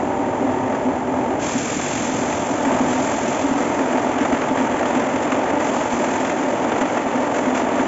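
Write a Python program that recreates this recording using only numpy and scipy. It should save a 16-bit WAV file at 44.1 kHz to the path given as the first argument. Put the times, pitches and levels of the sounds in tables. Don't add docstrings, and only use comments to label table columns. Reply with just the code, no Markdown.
import sys
import numpy as np
from scipy import signal
from scipy.fft import rfft, irfft
from scipy.io import wavfile
from scipy.ndimage import uniform_filter1d, minimum_filter1d

SR = 44100
rng = np.random.default_rng(int(sys.argv[2]) if len(sys.argv) > 2 else 0)


def store_pcm(level_fs):
    pcm = np.round(np.clip(level_fs, -1, 1) * 32767).astype(np.int16)
    wavfile.write(sys.argv[1], SR, np.atleast_2d(pcm).T)


N = 347067
T = np.arange(N) / SR
HZ = np.fft.rfftfreq(8192, 1 / SR)


def gain_of(db):
    return 10 ** (np.asarray(db) / 20)


def unit_rms(x):
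    return x / np.sqrt(np.mean(x ** 2) + 1e-20)


def spectrum(points):
    hz, db = np.transpose(points)
    return gain_of(np.interp(np.log(HZ + 1), np.log(hz), db))


def resonance(hz, width_hz):
    return 1 / (1 + (2 * (HZ - hz) / width_hz) ** 2)


def add(mix, start_s, sound):
    part = mix[max(round(start_s * SR), 0):][:len(sound)]
    part += sound[:len(part)]


def ring(x, gain):
    log_gain = np.log(np.maximum(np.r_[gain, gain[-2:0:-1]], 1e-5))
    response = np.exp(np.conj(signal.hilbert(log_gain)))
    taps = np.fft.ifft(response).real[:len(HZ)]
    return signal.oaconvolve(x, taps)[:len(x)]


def wander(hz):
    lowpass = np.exp(-(np.fft.rfftfreq(N, 1 / SR) / hz) ** 2)
    return unit_rms(irfft(rfft(rng.standard_normal(N)) * lowpass, N))


def flutter(depth_db, hz=43.075, crest_s=0.0083):
    return gain_of(depth_db * np.cos(2 * np.pi * hz * (T - crest_s)))


def impacts(per_s, spread_db):
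    size = gain_of(spread_db * np.minimum(rng.exponential(1, N), 4))
    lands = rng.random(N) < per_s / SR
    return unit_rms(size * rng.choice([-1, 1], N) * lands)


def burst(body, rise_s, length_s):
    t = T[:SR // 4]
    envelope = (1 - np.exp(-t / rise_s)) * np.exp(-(t / length_s) ** 2)
    sound = ring(rng.standard_normal(len(t)) * envelope, body)
    return sound / abs(sound).max()


def strike(rows, body, rise_s, length_s):
    out = np.zeros(N)
    for start_s, db, *_ in rows:
        add(out, start_s, gain_of(db) * burst(body, rise_s, length_s))
    return out


# frequency in Hz, width in Hz, relative level in dB.
HOUSING_MODES = [(110, 55, -18), (253.5, 61, 1), (297, 50, -1), (356.4, 80, -7), (497, 91, -10),
                 (598.4, 80, -5.5), (677, 100, -8), (759, 67, -10), (883, 123, -7), (973, 62, -13.5),
                 (1160, 150, -19)]

def housing():
    return np.sqrt(sum((gain_of(db) * resonance(hz, width)) ** 2 for hz, width, db in HOUSING_MODES))


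# frequency in Hz, relative level in dB.
AIR_SPECTRUM = [(20, -55), (45, -35), (75, -12.5), (170, -11), (450, -11.5), (900, -15), (1060, -21),
                (1400, -23), (2000, -27), (3200, -42.5), (7500, -47.5)]

def drum(open_share, drone_db=-31, roar_db=-23.12, split_hz=340):
    body = np.hypot(housing(), spectrum(AIR_SPECTRUM))
    low_share = 1 / (1 + (HZ / split_hz) ** 8)
    churn = rng.standard_normal(N) * flutter(depth_db=4)
    drone = unit_rms(ring(churn, body * np.sqrt(low_share)))
    puffs = impacts(per_s=3500, spread_db=2) * flutter(depth_db=1) * gain_of(0.97 * wander(hz=40))
    roar = unit_rms(ring(puffs, body * np.sqrt(1 - low_share)))
    return gain_of(drone_db) * drone + gain_of(roar_db) * open_share * roar


# frequency in Hz, width in Hz, level in dB.
DRUM_TONES = [(105, 54, -40), (269, 34, -32.5), (375, 33, -33), (640, 38, -45.5), (875, 27, -41.5),
              (1080, 70, -54.5), (7170, 230, -57)]

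def hum(fill):
    tones = sum(gain_of(db) * unit_rms(ring(rng.standard_normal(N), resonance(hz, width)))
                for hz, width, db in DRUM_TONES)
    return tones * (1 - fill) ** 2


# time in seconds, firings per second.
FIRING_RATE = [(0, 65.7), (.35, 64.8), (.75, 65.05), (.9, 63.7), (1.17, 64.1), (1.37, 64.9), (1.5, 63)]
# multiple of the firing rate, level in dB.
WHIRR_ORDERS = [(4, -31.5), (6, -39.5), (9, -35.5), (10, -39.5), (12, -34), (13, -42), (14, -36.5)]

def whirr(fill, waver_db=1.4, slip_rad=0.4):
    firing_phase = 2 * np.pi * np.cumsum(np.interp(T, *np.transpose(FIRING_RATE))) / SR
    tones = np.zeros(N)
    for order, db in WHIRR_ORDERS:
        waver = gain_of(waver_db * wander(hz=9))
        phase = order * firing_phase + slip_rad * wander(hz=30)
        tones += gain_of(db) * unit_rms(waver * np.sin(phase))
    return tones * (1 - fill) ** 2


def cob_blow(soft_hz, low_hz):
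    softness = 1 / np.sqrt(1 + (HZ / soft_hz) ** 4)
    low_cut = HZ ** 2 / (HZ ** 2 + low_hz ** 2)
    return housing() * softness * low_cut


def tumbling_cobs(loudness, open_share, level_db=-29.5):
    rumble = unit_rms(ring(impacts(per_s=350, spread_db=1.5), cob_blow(soft_hz=278, low_hz=270)))
    return gain_of(level_db) * loudness * open_share ** 0.13 * rumble


# frequency in Hz, relative level in dB.
STEEL_SPECTRUM = [(150, -25), (450, 3.5), (900, 1.5), (1060, 0.5), (1250, 1.5), (1480, -2.5), (1850, -2),
                  (2350, -6), (2900, -11), (3500, -15), (5000, -20), (7500, -16)]
# frequency in Hz, relative level in dB.
SKITTER_SPECTRUM = [(500, -20.5), (1300, -15.5), (1580, -2), (1900, -7.5), (2300, 2), (2600, -0.5),
                    (2900, -4), (3400, -2.5), (4300, -5), (5500, -1.5), (6500, 0.5), (7500, 3.5)]

def kernels(loudness, flow, fill):
    clumps = gain_of(1.55 * wander(hz=34) * fill)
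    strikes = impacts(per_s=6000, spread_db=1.9) * flutter(depth_db=1.44) * clumps
    grazes = impacts(per_s=6000, spread_db=-0.5) * flutter(depth_db=1.7) * clumps
    clatter = unit_rms(ring(strikes, spectrum(STEEL_SPECTRUM)))
    spray = unit_rms(ring(grazes, spectrum(SKITTER_SPECTRUM)))
    return loudness * gain_of(-32.5 + 7 * fill) * clatter + flow * gain_of(8.5 + 2 * fill) * spray


def bucket(flow, body_hz=140, level_db=-33, heap_db_per_s=1.47):
    body = np.minimum(HZ / body_hz, 1) * resonance(body_hz, width_hz=150)
    level = gain_of(level_db - heap_db_per_s * T) * (flow / flow.max()) ** 0.33
    return level * unit_rms(ring(impacts(per_s=900, spread_db=1.5), body))


# start in seconds, clack level in dB, splash level in dB.
HANDFULS = [(.423, -28, -33), (.724, -21, -38), (.749, -20, -38), (1.462, -22, -16), (2.325, -16, -25),
            (2.492, -24, -19), (2.649, -15, -26), (2.93, -22, -18.5), (3.79, -17, -30), (3.977, -15.5, -22),
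            (4.182, -16, -29), (4.212, -16, -25), (4.25, -12, -20), (4.324, -10.5, -20.5),
            (4.415, -16, -24), (4.572, -12.5, -25), (4.792, -15, -22), (4.829, -15.5, -28),
            (4.855, -11, -24), (4.995, -15, -21), (5.16, -16.5, -22), (5.319, -7.7, -20),
            (5.502, -15.5, -28), (5.604, -12.5, -23), (5.645, -13, -25), (5.761, -15, -21),
            (6.041, -13.5, -23), (6.084, -17, -22), (6.296, -15, -23), (6.718, -12.5, -25),
            (6.811, -8.7, -18), (6.854, -13.5, -24), (6.973, -13, -28), (7.342, -16, -24),
            (7.361, -15, -21), (7.384, -13.5, -21.5), (7.548, -14, -22), (7.574, -13, -21),
            (7.792, -15.5, -26)]

def handfuls(snap_db=-8, scatter_db=-17):
    steel, skitter = spectrum(STEEL_SPECTRUM), spectrum(SKITTER_SPECTRUM)
    bright_steel = steel * (1 + 0.25 * resonance(1900, width_hz=1800))
    splashes = [(start_s, db) for start_s, _, db in HANDFULS]
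    snap = strike(HANDFULS, np.hypot(bright_steel, 0.45 * skitter), rise_s=0.0001, length_s=0.0012)
    clack = strike(HANDFULS, bright_steel, rise_s=0.0005, length_s=0.012)
    splash = strike(splashes, skitter, rise_s=0.0003, length_s=0.014)
    scatter = strike(HANDFULS, steel, rise_s=0.0061, length_s=0.07)
    return gain_of(snap_db) * snap + clack + splash + gain_of(scatter_db) * scatter


# start in seconds, level in dB.
HARD_BLOWS = [(.426, -11), (1.139, -12), (1.187, -11.5), (1.797, -15), (2.089, -10), (2.707, -11),
              (3.979, -10.5), (4.555, -11), (4.742, -8), (5.764, -9), (6.81, -8.5), (6.969, -10)]

def clanks(low_hz=480, high_hz=1000):
    band = 1 / np.sqrt(1 + (low_hz / (HZ + 1)) ** 6 + (HZ / high_hz) ** 10)
    return strike(HARD_BLOWS, np.hypot(housing(), 0.25) * band, rise_s=0.0002, length_s=0.004)


# start in seconds, boom level in dB, pitch in Hz, ring in seconds.
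COB_THROWS = [(0.436, -15.5, 273, 0.026), (0.693, -14, 257, 0.023), (0.851, -17, 258, 0.041),
              (1.551, -13, 254, 0.02), (1.764, -20, 267, 0.018), (2.143, -12, 258, 0.0082),
              (2.501, -19.5, 263, 0.024), (2.666, -11, 260.4, 0.022), (2.803, -12, 253, 0.02),
              (2.83, -16, 258, 0.02), (2.868, -17, 276, 0.013), (3.436, -11.5, 287, 0.022),
              (3.508, -11.5, 259, 0.019), (3.548, -17, 280, 0.028), (3.943, -12.5, 260, 0.027),
              (4.058, -15, 265, 0.02), (4.153, -23, 263, 0.022), (4.208, -16, 268, 0.018),
              (4.324, -10.5, 262, 0.016), (4.507, -15.5, 257, 0.023), (4.574, -11.5, 252, 0.033),
              (4.598, -17.5, 258, 0.023), (4.959, -12.5, 264, 0.02), (5.322, -14, 275, 0.013),
              (5.379, -16, 259, 0.021), (5.534, -13.5, 267, 0.014), (5.765, -21, 254, 0.017),
              (6.406, -21, 286, 0.015), (6.682, -12.5, 268, 0.012), (6.81, -10.5, 261, 0.018),
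              (6.964, -16, 257, 0.017), (7.143, -18, 256, 0.042), (7.468, -11, 252, 0.028),
              (7.795, -13, 256, 0.016)]

def thrown_cobs(thud_db=-6.5, swell_s=0.0043):
    thuds = strike(COB_THROWS, cob_blow(soft_hz=520, low_hz=220), rise_s=0.00053, length_s=0.0081)
    t, booms = T[:SR // 6], np.zeros(N)
    for start_s, db, hz, ring_s in COB_THROWS:
        swing = (1 - np.exp(-t / swell_s)) * np.exp(-(t / ring_s) ** 2)
        add(booms, start_s, gain_of(db) * swing / swing.max() * np.sin(2 * np.pi * hz * t))
    return gain_of(thud_db) * thuds + booms


# pitch in Hz, level in dB for a full drum, pitch waver in Hz.
PANEL_TONES = [(257, -32, 9), (593, -36, 10)]

def rubbed_panels(fill, swell_db=1.5):
    tones = np.zeros(N)
    for hz, db, waver_hz in PANEL_TONES:
        level = gain_of(db + swell_db * wander(hz=8))
        phase = 2 * np.pi * np.cumsum(hz + waver_hz * wander(hz=18)) / SR
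        tones += level * unit_rms(np.sin(phase))
    return fill * tones


def ticks(fill, spots=10, per_s=45, full_db=-41.5):
    out = np.zeros(N)
    for hz in np.geomspace(1700, 5200, spots):
        body = resonance(hz, width_hz=hz / 3) + 0.6 * spectrum(SKITTER_SPECTRUM)
        tick = burst(body, rise_s=0.0001, length_s=0.004)
        hits = rng.uniform(0.54, 1, N) * (rng.random(N) < per_s / spots / SR)
        out += signal.oaconvolve(hits, tick)[:N]
    return gain_of(full_db) * fill * unit_rms(out)


# start, rise, hold and drain in seconds, then flow in dB.
BATCHES = [(1.386, 0.048, 0.56, 0.84, -30.5), (2.79, 0.11, 0.46, 0.68, -35),
           (5.56, 0.09, 0.47, 0.68, -38.5), (7.327, 0.037, 0.042, .037, -37.5),
           (7.53, 0.046, 0.043, .05, -38)]

def kernel_flow(fill, empty_db=-49.5, full_db=-44.5, spurt_db=4.5):
    trickle = gain_of(empty_db + fill * (full_db - empty_db + spurt_db * wander(hz=14)))
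    power = trickle ** 2
    for start_s, rise_s, hold_s, drain_s, db in BATCHES:
        age = T - start_s
        surge = np.clip(age / rise_s, 0, 1) * np.exp(-np.maximum(age - hold_s, 0) / drain_s)
        power += (gain_of(db) * surge) ** 2
    return np.sqrt(power)


def chute_opening(flow, half_power_flow_db=-32, lag_s=0.058, steepness=5.1):
    decay = np.exp(-1 / (lag_s * SR))
    blockage = signal.lfilter([1 - decay], [1, -decay], flow) / gain_of(half_power_flow_db)
    return 1 / np.sqrt(1 + blockage ** steepness)


# time in seconds, gain in dB.
LOUDNESS = [(0, -0.8), (.92, -0.4), (1.06, -2.5), (1.2, -0.1), (1.42, -0.3), (2.25, 1), (2.5, -0.5),
            (2.75, 2.5), (3.05, 1), (4.05, 0.64), (4.51, 1.5), (4.54, -2.5), (4.57, 1.8), (4.8, 0.9),
            (5.6, 0.7), (7.1, 0.3), (7.87, 1)]
# time in seconds, share from 0 to 1.
DRUM_FILL = [(1.375, 0), (1.44, 0.52), (2.2, 0.4), (4.6, 0.67)]

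def scene():
    loudness = gain_of(np.interp(T, *np.transpose(LOUDNESS)))
    fill = np.interp(T, *np.transpose(DRUM_FILL))
    flow = kernel_flow(fill)
    open_share = chute_opening(flow)
    machine = loudness * (drum(open_share) + hum(fill) + whirr(fill) + rubbed_panels(fill))
    knocks = tumbling_cobs(loudness, open_share) + thrown_cobs() + clanks()
    grain = kernels(loudness, flow, fill) + handfuls() + ticks(fill) + bucket(flow)
    return (machine + knocks + grain)[None]


def record(dry, hollow_db=-5.5, hollow_from_hz=3600, hollow_to_hz=5860, ceiling=0.38, top_hz=7560):
    hollow = gain_of(hollow_db * ((HZ > hollow_from_hz) & (HZ < hollow_to_hz)))
    coloured = ring(dry[0], uniform_filter1d(hollow, size=20))
    allowed_gain = ceiling / np.maximum(abs(coloured), ceiling)
    limiter_gain = uniform_filter1d(minimum_filter1d(allowed_gain, size=45), size=45)
    lowpass = signal.firwin(1023, top_hz, window=("kaiser", 9), fs=SR)
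    return signal.oaconvolve(coloured * limiter_gain, lowpass, "same")[None]


dry = scene()
out = record(dry)
store_pcm(out)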